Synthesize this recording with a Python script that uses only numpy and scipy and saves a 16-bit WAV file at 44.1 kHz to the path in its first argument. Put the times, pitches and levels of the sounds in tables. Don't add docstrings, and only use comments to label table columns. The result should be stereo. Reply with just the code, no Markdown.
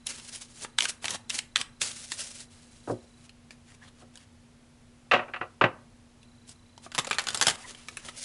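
import sys
import numpy as np
from scipy import signal
from scipy.fft import rfft, irfft, next_fast_len
from scipy.io import wavfile
from scipy.ndimage import uniform_filter1d, map_coordinates

SR = 44100
rng = np.random.default_rng(int(sys.argv[2]) if len(sys.argv) > 2 else 0)


def file_out(sig):
    cols = np.atleast_2d(sig).T
    lim = np.clip(cols, -1, 1)
    pcm = np.round(lim * 32767).astype(np.int16)
    wavfile.write(sys.argv[1], SR, pcm)


N = 363384
TOP_HZ = 11250
TIME = np.arange(N) / SR
HIT_SIZE = 16384
HIT_TIME = np.arange(HIT_SIZE) / SR
HIT_HZ = np.fft.rfftfreq(HIT_SIZE, 1 / SR)


def amp(db):
    return 10 ** (np.asarray(db) / 20)


def unit(x):
    return x / np.sqrt(np.mean(x ** 2) + 1e-20)


def along(points, hz):
    f, v = np.transpose(points)
    return np.interp(np.log(hz + 1), np.log(f + 1), v)


def fade(t, t60):
    return np.exp(-np.log(1000) * t / t60)


def below(hz, corner_hz, order):
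    return 1 / (1 + (hz / corner_hz) ** order)


def wobble(rate):
    knots = rng.standard_normal(int(N * rate / SR) + 4)
    return map_coordinates(knots, [TIME * rate])


def filtered(x, response):
    m = next_fast_len(N + SR // 2)
    return irfft(rfft(x, m) * response(np.fft.rfftfreq(m, 1 / SR)), m)[..., :N]


def struck(x, gain):
    cepstrum = irfft(np.log(np.maximum(gain, 1e-6)))
    cepstrum[1:HIT_SIZE // 2] *= 2
    cepstrum[HIT_SIZE // 2 + 1:] = 0
    coloured = irfft(rfft(x) * np.exp(rfft(cepstrum)))
    return coloured * below(HIT_TIME, .28, order=40)


def dying_noise(decay):
    hz, t, z = signal.stft(rng.standard_normal((2, HIT_SIZE)), SR, nperseg=256)
    dying = z * fade(t, along(decay, hz)[:, None])
    return signal.istft(dying, SR, nperseg=256)[1][:, :HIT_SIZE]


def spread(pair, side_db):
    side = amp(side_db) * pair[1]
    return np.array([pair[0] + side, pair[0] - side])


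def add(track, s, sound):
    part = track[:, max(round(s * SR), 0):][:, :sound.shape[-1]]
    part += sound[..., :part.shape[-1]]


# (frequency [Hz], relative level [dB])
AIR_COLOUR = [(13, -51.5), (22, -5.5), (55, -14), (92, -7.5), (119, -11), (159, -13.5), (201, -25.5),
              (223, -10), (241, -14.5), (281, -20), (525, -22), (1210, -26.5), (1340, -27.5), (2190, -29),
              (11000, -37), (14300, -64), (22000, -120)]
# (frequency [Hz], correlation [0-1])
AIR_LIKENESS = [(100, 0.54), (250, 0.8), (600, 0.077), (3000, 0.2), (10000, 0.37)]
# (frequency [Hz], level [dB rms])
HUM_TONES = [(91.5, -70), (120, -70.5), (149, -71.5), (240, -61.5)]
# (start [s], end [s])
WHINE_SPANS = [(0, 3.25), (6.217, 8.24)]


def background():
    def mid_and_side(hz):
        turn = np.arccos(np.clip(along(AIR_LIKENESS, hz), -1, 1)) / 2
        return amp(along(AIR_COLOUR, hz)) * [np.cos(turn), np.sin(turn)]

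    mid, side = filtered(rng.standard_normal((2, N)), mid_and_side)
    air = amp(-57.5) * unit(np.array([mid + side, mid - side]))
    hum = np.zeros(N)
    for hz, db in HUM_TONES:
        level = amp(db + 0.55 * wobble(9.7))
        hum += level * unit(np.sin(2 * np.pi * hz * TIME + 0.2 * wobble(22.0)))
    pulses = np.maximum(np.sin(2 * np.pi * 29 * TIME + .5 * wobble(7.1)), 0) ** 2
    tone = np.sin(2 * np.pi * 4000 * TIME + 2.1 * wobble(60))
    sounding = sum((TIME > start) & (TIME < end) for start, end in WHINE_SPANS)
    whine = amp(-72) * sounding * unit(pulses * tone)
    return air + hum + whine


# (frequency [Hz], time to fall 60 dB [s])
ROOM_T60 = [(150, 0.42), (1000, 0.4), (4000, 0.2), (10000, 0.23)]


def room(x):
    out = np.zeros((2, N))
    for start in range(0, N, SR // 3):
        tail = spread(dying_noise(ROOM_T60), side_db=-5.5) * (1 - fade(HIT_TIME, 0.0033))
        tail /= np.linalg.norm(tail[0])
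        answer = signal.fftconvolve(x[None, start:start + SR // 3], tail, axes=1)
        add(out, start / SR, answer)
    return out


# (corner time [s], corner level [dB],
# rocking time [s], edge level [dB], hardness [Hz], bass weight [dB], damping by the hand [dB/s])
DECK_KNOCKS = [(2.874, -29, .023, -26, 1050, 10, 340), (2.907, -20, 0.011, -26.5, 560, 10.5, 337),
               (4.01, -58, 0.012, -51, 1400, 7, 198), (5.112, -14.5, 0.022, -15.5, 3700, -6.5, 35),
               (5.19, -29, 0.091, -44.5, 2720, 1.5, 68), (5.336, -27.5, 0.024, -34, 3100, -11, 255),
               (5.411, -26.5, 0.041, -53, 2540, 0, 248), (5.611, -16.5, 0.027, -16.5, 3240, 6, 214)]
CORNER_HARDER, CORNER_WEIGHT_DB = 1.01, -6.5
SCUFF_SHARE, SCUFF_DB = .42, -15


def table_contacts():
    for s, corner_db, rock, edge_db, hardness_hz, weight_db, damping in DECK_KNOCKS:
        corner = hardness_hz * CORNER_HARDER, weight_db + CORNER_WEIGHT_DB, damping
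        yield s, corner_db, *corner
        yield s + SCUFF_SHARE * rock, corner_db + SCUFF_DB, *corner
        yield s + rock, edge_db, hardness_hz, weight_db, damping


# (frequency [Hz], relative level [dB])
TABLE_TOP_MODES = [(114, 4.5), (244, -5), (363, -4), (523, -3.5), (568, -5.5), (630, -5.5), (731, -1),
                   (797, -6.5), (916, -9.5), (988, -14), (1165, -2.5), (1230, -14.5), (1314, -15.5),
                   (1428, -14), (1537, -1.5), (1690, -14.5), (1937, -1.5), (2140, -16), (2426, -16),
                   (2623, -8), (2777, -9), (2950, -9.5), (3620, -25), (3850, -16)]
# (frequency [Hz], time to fall 60 dB [s])
TABLE_T60 = [(100, 0.15), (500, 0.34), (1500, 0.15), (5000, 0.18)]
# (frequency [Hz], relative level [dB])
THUD_COLOUR = [(50, -21.5), (110, -11.5), (175, -5.5), (300, -1), (700, -0.5), (1200, 4.5), (1750, 2.5),
               (2100, -3), (2700, 5.5), (3300, -6.5), (3800, -6), (5000, -12), (11000, -8.5)]


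def knocks():
    out = np.zeros((2, N))
    hz, mode_db = np.transpose(TABLE_TOP_MODES)[:, :, None]
    build_up = 1 - np.exp(-HIT_TIME * hz / 3.4)
    ring = amp(mode_db) * fade(HIT_TIME, along(TABLE_T60, hz)) * build_up
    sweep = irfft(np.exp(-1j * 1.5 * np.sqrt(HIT_HZ)))
    for s, db, hardness_hz, weight_db, damping in table_contacts():
        chance = rng.standard_normal((2, len(hz), 1))
        tones = np.sin(2 * np.pi * hz * HIT_TIME + np.pi * chance[1])
        modes = np.sum(ring * amp(2 * chance[0]) * tones, axis=0)
        clatter = spread(dying_noise(TABLE_T60), side_db=-8.5)
        clatter = clatter * (1 + 2 * fade(HIT_TIME, 0.043)) * (1 - fade(HIT_TIME, 0.022))
        thud = struck(clatter + amp(15.5) * sweep, amp(along(THUD_COLOUR, HIT_HZ)))
        bass_weight = amp(weight_db * below(HIT_HZ, 600, order=2))
        contact = below(HIT_HZ, hardness_hz, order=4) * bass_weight
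        hit = struck(amp(7.0) * thud + amp(-6.5) * modes, contact)
        add(out, s, amp(db - damping * HIT_TIME) * hit)
    return out


# (peak time [s], length [s], frequency [Hz], level [dB])
FINGER_SQUEAKS = [(3.831, 0.032, 1780, -51.5), (7.646, 0.028, 1970, -47), (7.651, 0.028, 1030, -50)]


def squeaks():
    out = np.zeros((2, N))
    for s, length, centre_hz, db in FINGER_SQUEAKS:
        resonance = below(np.abs(HIT_HZ - centre_hz), 110, order=2)
        tone = irfft(rfft(rng.standard_normal(HIT_SIZE)) * resonance)
        swell = np.exp(-(2 * (HIT_TIME / length - 2)) ** 2)
        add(out, s - 2 * length, amp(db) * unit(tone) * swell)
    return out


SLIDE_ATTACK_S, SLIDE_RELEASE_S = 0.033, 0.054


def glide(start, end, start_db, end_db):
    return [(start - SLIDE_ATTACK_S, start_db - 60), (start, start_db),
            (end, end_db), (end + SLIDE_RELEASE_S, end_db - 60)]


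# (landing time [s], landing level [dB], edge treble [dB], gap between trailing cards [s],
#  first trailing level [dB], slide length [s], slide start level [dB], slide end level [dB],
#  pressure [dB], stop level [dB])
OVERHAND_STROKES = [(0.0687, -5, 11.5, 0.027, -17.5, 0.13, -42, -46, 2, -26),
                    (0.7865, 3.5, -5, .0198, 2.5, 0.068, -41.5, -30, 2.5, -3),
                    (1.0558, -7, 1, 0.026, -5, 0.1, -43.5, -37.5, 8.5, -15),
                    (1.2978, -9, 4.5, .005, -4.5, 0.091, -45.5, -33, -2, -3),
                    (1.5592, 3, -9, .0093, -3, .0545, -53, -34.5, 9, -5),
                    (1.8166, -1, 4.5, 0.0038, -18, 0.1, -30, -39.5, -2.5, -22)]
# (peak time [s], length [s], peak level [dB], pressure [dB])
CARD_BRUSHES = [(0.096, 0.0054, -37.5, -9), (0.358, .03, -41, -22), (2.209, 0.03, -39.5, -8),
                (0.895, 0.0085, -25, -7), (1.053, 0.026, -40, 7), (1.354, 0.012, -35, -7),
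                (2.912, 0.054, -51.5, -10), (3.528, 0.017, -55, 7.5), (3.75, 0.093, -59, 8.5),
                (3.889, 0.076, -63, 15), (4.02, .06, -62.5, 11.5), (4.235, 0.096, -61, 9.5),
                (6.519, .04, -50, -7), (6.86, 0.033, -50, 5), (7.51, 0.063, -36, 10),
                (7.711, 0.048, -45.5, 6), (8.089, 0.038, -45, 5), (8.239, 0.067, -38.5, -26)]
BRUSH_SWELL_DB = 6.5
# (time [s], level [dB])
CUTTING_RUB = [(0.2, -57), (0.254, -53.5), (0.29, -42), (0.306, -53), (0.356, -45), (0.4, -55),
               (0.412, -44), (0.478, -63), (0.588, -50.5), (0.646, -35.5), (0.678, -79), (0.7, -67)]
EASING_RUB = [(1.93, -44.5), (1.998, -45), (2.1, -47)]
SQUARING_RUB = [(2.14, -44.5), (2.176, -47), (2.208, -38), (2.23, -49.5), (2.272, -39), (2.282, -48),
                (2.316, -42.5), (2.326, -49.5), (2.406, -42), (2.48, -74)]
HOLDING_RUB = [(2.5, -60.5), (2.838, -63.5), (2.888, -62.5), (3.14, -72.5), (3.27, -60.5)]
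DEALING_RUB = [(6.94, -48), (7.024, -74), (7.088, -57), (7.164, -58), (7.354, -48.5), (7.56, -51)]
LIFTING_RUB = [(7.58, -49), (7.672, -58), (7.802, -57), (7.932, -58), (8.2, -58.5)]


def hand_motion():
    moves = []
    for s, _, _, _, _, length, first_db, last_db, pressure_db, _ in OVERHAND_STROKES:
        moves.append((glide(s, s + length, first_db, last_db), pressure_db))
    for s, length, db, pressure_db in CARD_BRUSHES:
        moves.append((glide(s - length, s, db - BRUSH_SWELL_DB, db), pressure_db))
    # (level curve, pressure [dB])
    moves += [(CUTTING_RUB, -2), (np.vstack([EASING_RUB, SQUARING_RUB]), -6),
              (HOLDING_RUB, 3), (DEALING_RUB, 11), (LIFTING_RUB, 8)]
    speed, press = np.zeros(N), np.zeros(N)
    for points, pressure_db in moves:
        s, db = np.transpose(points)
        span = slice(max(int(s[0] * SR), 0), int(s[-1] * SR))
        level = amp(np.interp(TIME[span], s, db))
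        speed[span] += level
        press[span] += level * amp(pressure_db)
    return np.abs(uniform_filter1d(np.array([speed, press]), int(0.006 * SR)))


def rubbing(spectrum, catches, patchy_db):
    noise = spread(rng.standard_normal((2, N)), side_db=-13)
    z = signal.stft(noise * catches, nperseg=512)[2]
    patches = uniform_filter1d(rng.standard_normal(z.shape[1:]), size=7, axis=0)
    patches = uniform_filter1d(patches, size=9, axis=1)
    pair = signal.istft(z * amp(patchy_db * unit(patches)), nperseg=512)[1][:, :N]
    return unit(filtered(pair, lambda hz: amp(along(spectrum, hz))))


# (frequency [Hz], relative level [dB])
RUSTLE_COLOUR = [(240, -29.5), (400, -22), (550, -5), (985, -18.5), (1070, -15.5), (1580, -5.5), (1690, -7),
                 (2300, -3.5), (3630, -1), (5270, 1.5), (8810, 1), (10600, -0.5), (11000, -19),
                 (14300, -44), (22000, -120)]


def slides():
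    speed, press = hand_motion()
    catches = unit(amp(2.6 * wobble(64) + 1.9 * wobble(900)))
    # (frequency [Hz], relative level [dB])
    packet = [(30, -15.5), (100, -1.5), (350, 0.5), (700, -1.5),
              (1500, -0.5), (3000, 1), (6000, -14), (11000, -40)]
    hiss = speed * rubbing(RUSTLE_COLOUR, catches, patchy_db=0.5)
    ticks = (rng.random(N) < 260 / SR) * rng.standard_normal(N)
    ticks = unit(filtered(ticks, lambda hz: amp(along(SNAP_COLOUR, hz))))
    crackle = amp(-14) * np.sqrt(speed * press) * ticks
    low_voice = amp(-9.0) * press * rubbing(packet, catches, patchy_db=3.0)
    return hiss + crackle + low_voice


def unit_level(gain):
    return np.sqrt(np.mean(gain[HIT_HZ < TOP_HZ] ** 2))


# (frequency [Hz], relative level [dB])
SNAP_COLOUR = [(30, -42.5), (110, -4.5), (300, -5), (700, 0), (1400, 6.5), (2200, 5.5), (3200, 8),
               (5000, 3), (8000, 0), (11000, -5)]


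def snaps(rows, flutter_db, flutter_t60, ripple_db):
    out = np.zeros((2, N))
    for s, db, body, edge in rows:
        crack = np.zeros((2, HIT_SIZE))
        rebounds = np.cumsum(rng.uniform(.0003, .0009, 4))
        crack[:, (np.r_[0, rebounds] * SR).astype(int)] = [.88, -.45, .28, -.17, .1]
        flutter = spread(rng.standard_normal((2, HIT_SIZE)), side_db=-10.5) * fade(HIT_TIME, flutter_t60)
        flutter *= amp(flutter_db) / np.linalg.norm(flutter[0])
        octaves = np.log2(1 + HIT_HZ / 500)
        ripple = map_coordinates(rng.standard_normal(40), [6 * octaves], mode="nearest")
        low = body * below(HIT_HZ, 1300, order=4)
        high = edge * (1 - below(HIT_HZ, 3900, order=4))
        gain = amp(along(SNAP_COLOUR, HIT_HZ) + low + high + ripple_db * ripple)
        add(out, s, amp(db) * struck(crack + flutter, gain / unit_level(gain)))
    return out


def trailing(s, gap, db, loss_db, body_db, edge_db, count):
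    slip = np.r_[0, rng.uniform(-.2, .2, count - 1)]
    return [(s + gap * (k + 1 + slip[k]), db - loss_db * k, body_db, edge_db) for k in range(count)]


def stray_flicks(start, end, db, body_db, edge_db, count):
    times = start + (end - start) * (np.arange(count) + rng.random(count)) / count
    levels = [db, body_db, edge_db] + 2.9 * rng.standard_normal((count, 3))
    return np.column_stack([times, levels])


# (flick time [s], flick level [dB], body [dB], edge [dB], fall time [s], slap level [dB])
THUMBED_CARDS = [(6.9186, -17, -1, -4, 0.021, -38), (6.949, -8, 8, 8, 0.013, -19.5),
                 (6.9805, 0, 8, 2, .007, 5), (7.047, -12, 0, -0.5, 0.023, -11),
                 (7.1111, 1.5, -1.5, -9, 0.019, -5), (7.1849, 0.5, -4.5, -6.5, 0.0097, -2.5),
                 (7.27, -7, 3.5, 2.5, .0166, -2), (7.3463, -1.5, 9.5, 14.5, 0.028, -8),
                 (7.413, 4.5, 5, 6.5, 0.012, 4.5), (7.469, 6, 11, 12, 0.014, 6)]
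SPRING_S, SPRING_DB, SPRING_EDGE_DB = 0.0033, -6, -16
SETTLE_LOSS_DB = 10.5


def deal_contacts():
    rows = []
    for s, db, body, edge, fall, slap_db in THUMBED_CARDS:
        rows.append((s, db, body, edge))
        rows.append((s + SPRING_S, db + SPRING_DB, body, edge + SPRING_EDGE_DB))
        rows += trailing(s, fall, slap_db, SETTLE_LOSS_DB, body, edge, count=2)
    return rows


PACKET_BODY_DB = -14
TRAIL_EDGE_DB, TRAIL_LOSS_DB = -4.5, 7.5
GRAZE_S, GRAZE_DB = .0035, -20
SETTLE_S, SETTLE_DB, SETTLE_EDGE_DB = .0025, -5.5, -3.5
STOP_BODY_DB, STOP_EDGE_DB = -16.5, -1.5
STOP_DULLING = 0.88


def shuffle_contacts():
    rows = []
    for s, db, edge, gap, trail_db, length, _, _, pressure, stop_db in OVERHAND_STROKES:
        dull = STOP_DULLING * pressure
        landing = s, db, PACKET_BODY_DB, edge
        stop = s + length, stop_db, STOP_BODY_DB, STOP_EDGE_DB - dull
        for at, level, body, bright in (landing, stop):
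            rows.append((at - GRAZE_S, level + GRAZE_DB, body, bright))
            rows.append((at, level, body, bright))
            rows.append((at + SETTLE_S, level + SETTLE_DB, body, bright + SETTLE_EDGE_DB))
        rows += trailing(s, gap, trail_db, TRAIL_LOSS_DB, PACKET_BODY_DB, TRAIL_EDGE_DB, count=3)
    return rows


# (time [s], level [dB], body [dB], edge [dB])
EDGE_TAPS = [(0.648, -10, 4, -22), (1.0436, -6.5, -3, -10), (1.1067, -3.5, -10, 21), (2.1192, -3, -8.5, 0),
             (2.3135, -25, 6, 17), (3.2942, -25.5, -8, -3), (3.5075, -19, 10, 7), (4.1565, -21.5, 9, 11),
             (4.1744, -24, -14, 8), (6.2305, -31.5, -17, -6), (6.4929, -21, 11, 20), (6.7785, -23, 23, 8),
             (6.864, -17.5, 25, -22), (7.7486, -21.5, -6, -8), (7.8852, -10, -2.5, -6),
             (7.9709, -8.5, -2, -1.5), (8.0863, -11.5, -1.5, -21)]


def scene():
    shuffle = snaps(shuffle_contacts(), flutter_db=2.5, flutter_t60=0.011, ripple_db=3.5)
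    taps = snaps(EDGE_TAPS, flutter_db=0.5, flutter_t60=0.045, ripple_db=5.0)
    strays = stray_flicks(7.055, 7.41, db=-14.5, body_db=16.5, edge_db=11, count=13)
    flicks = np.vstack([deal_contacts(), strays])
    deal = snaps(flicks, flutter_db=1.5, flutter_t60=0.049, ripple_db=3.0)
    cards = (shuffle + slides() + squeaks()) * amp([[.6], [-.6]]) + taps + deal
    table = knocks() * amp([[.9], [-.9]])
    to_room = amp(-12.0) * cards.mean(axis=0) + amp(-17) * table.mean(axis=0)
    return cards + table + room(to_room) + background()


def record(dry):
    side = filtered((dry[0] - dry[1]) / 2, lambda hz: 1 - .85 * below(hz, 250, order=4))
    mid = dry.mean(axis=0)
    return filtered(np.array([mid + side, mid - side]), lambda hz: below(hz, TOP_HZ, order=90))


dry = scene()
out = record(dry)
file_out(out)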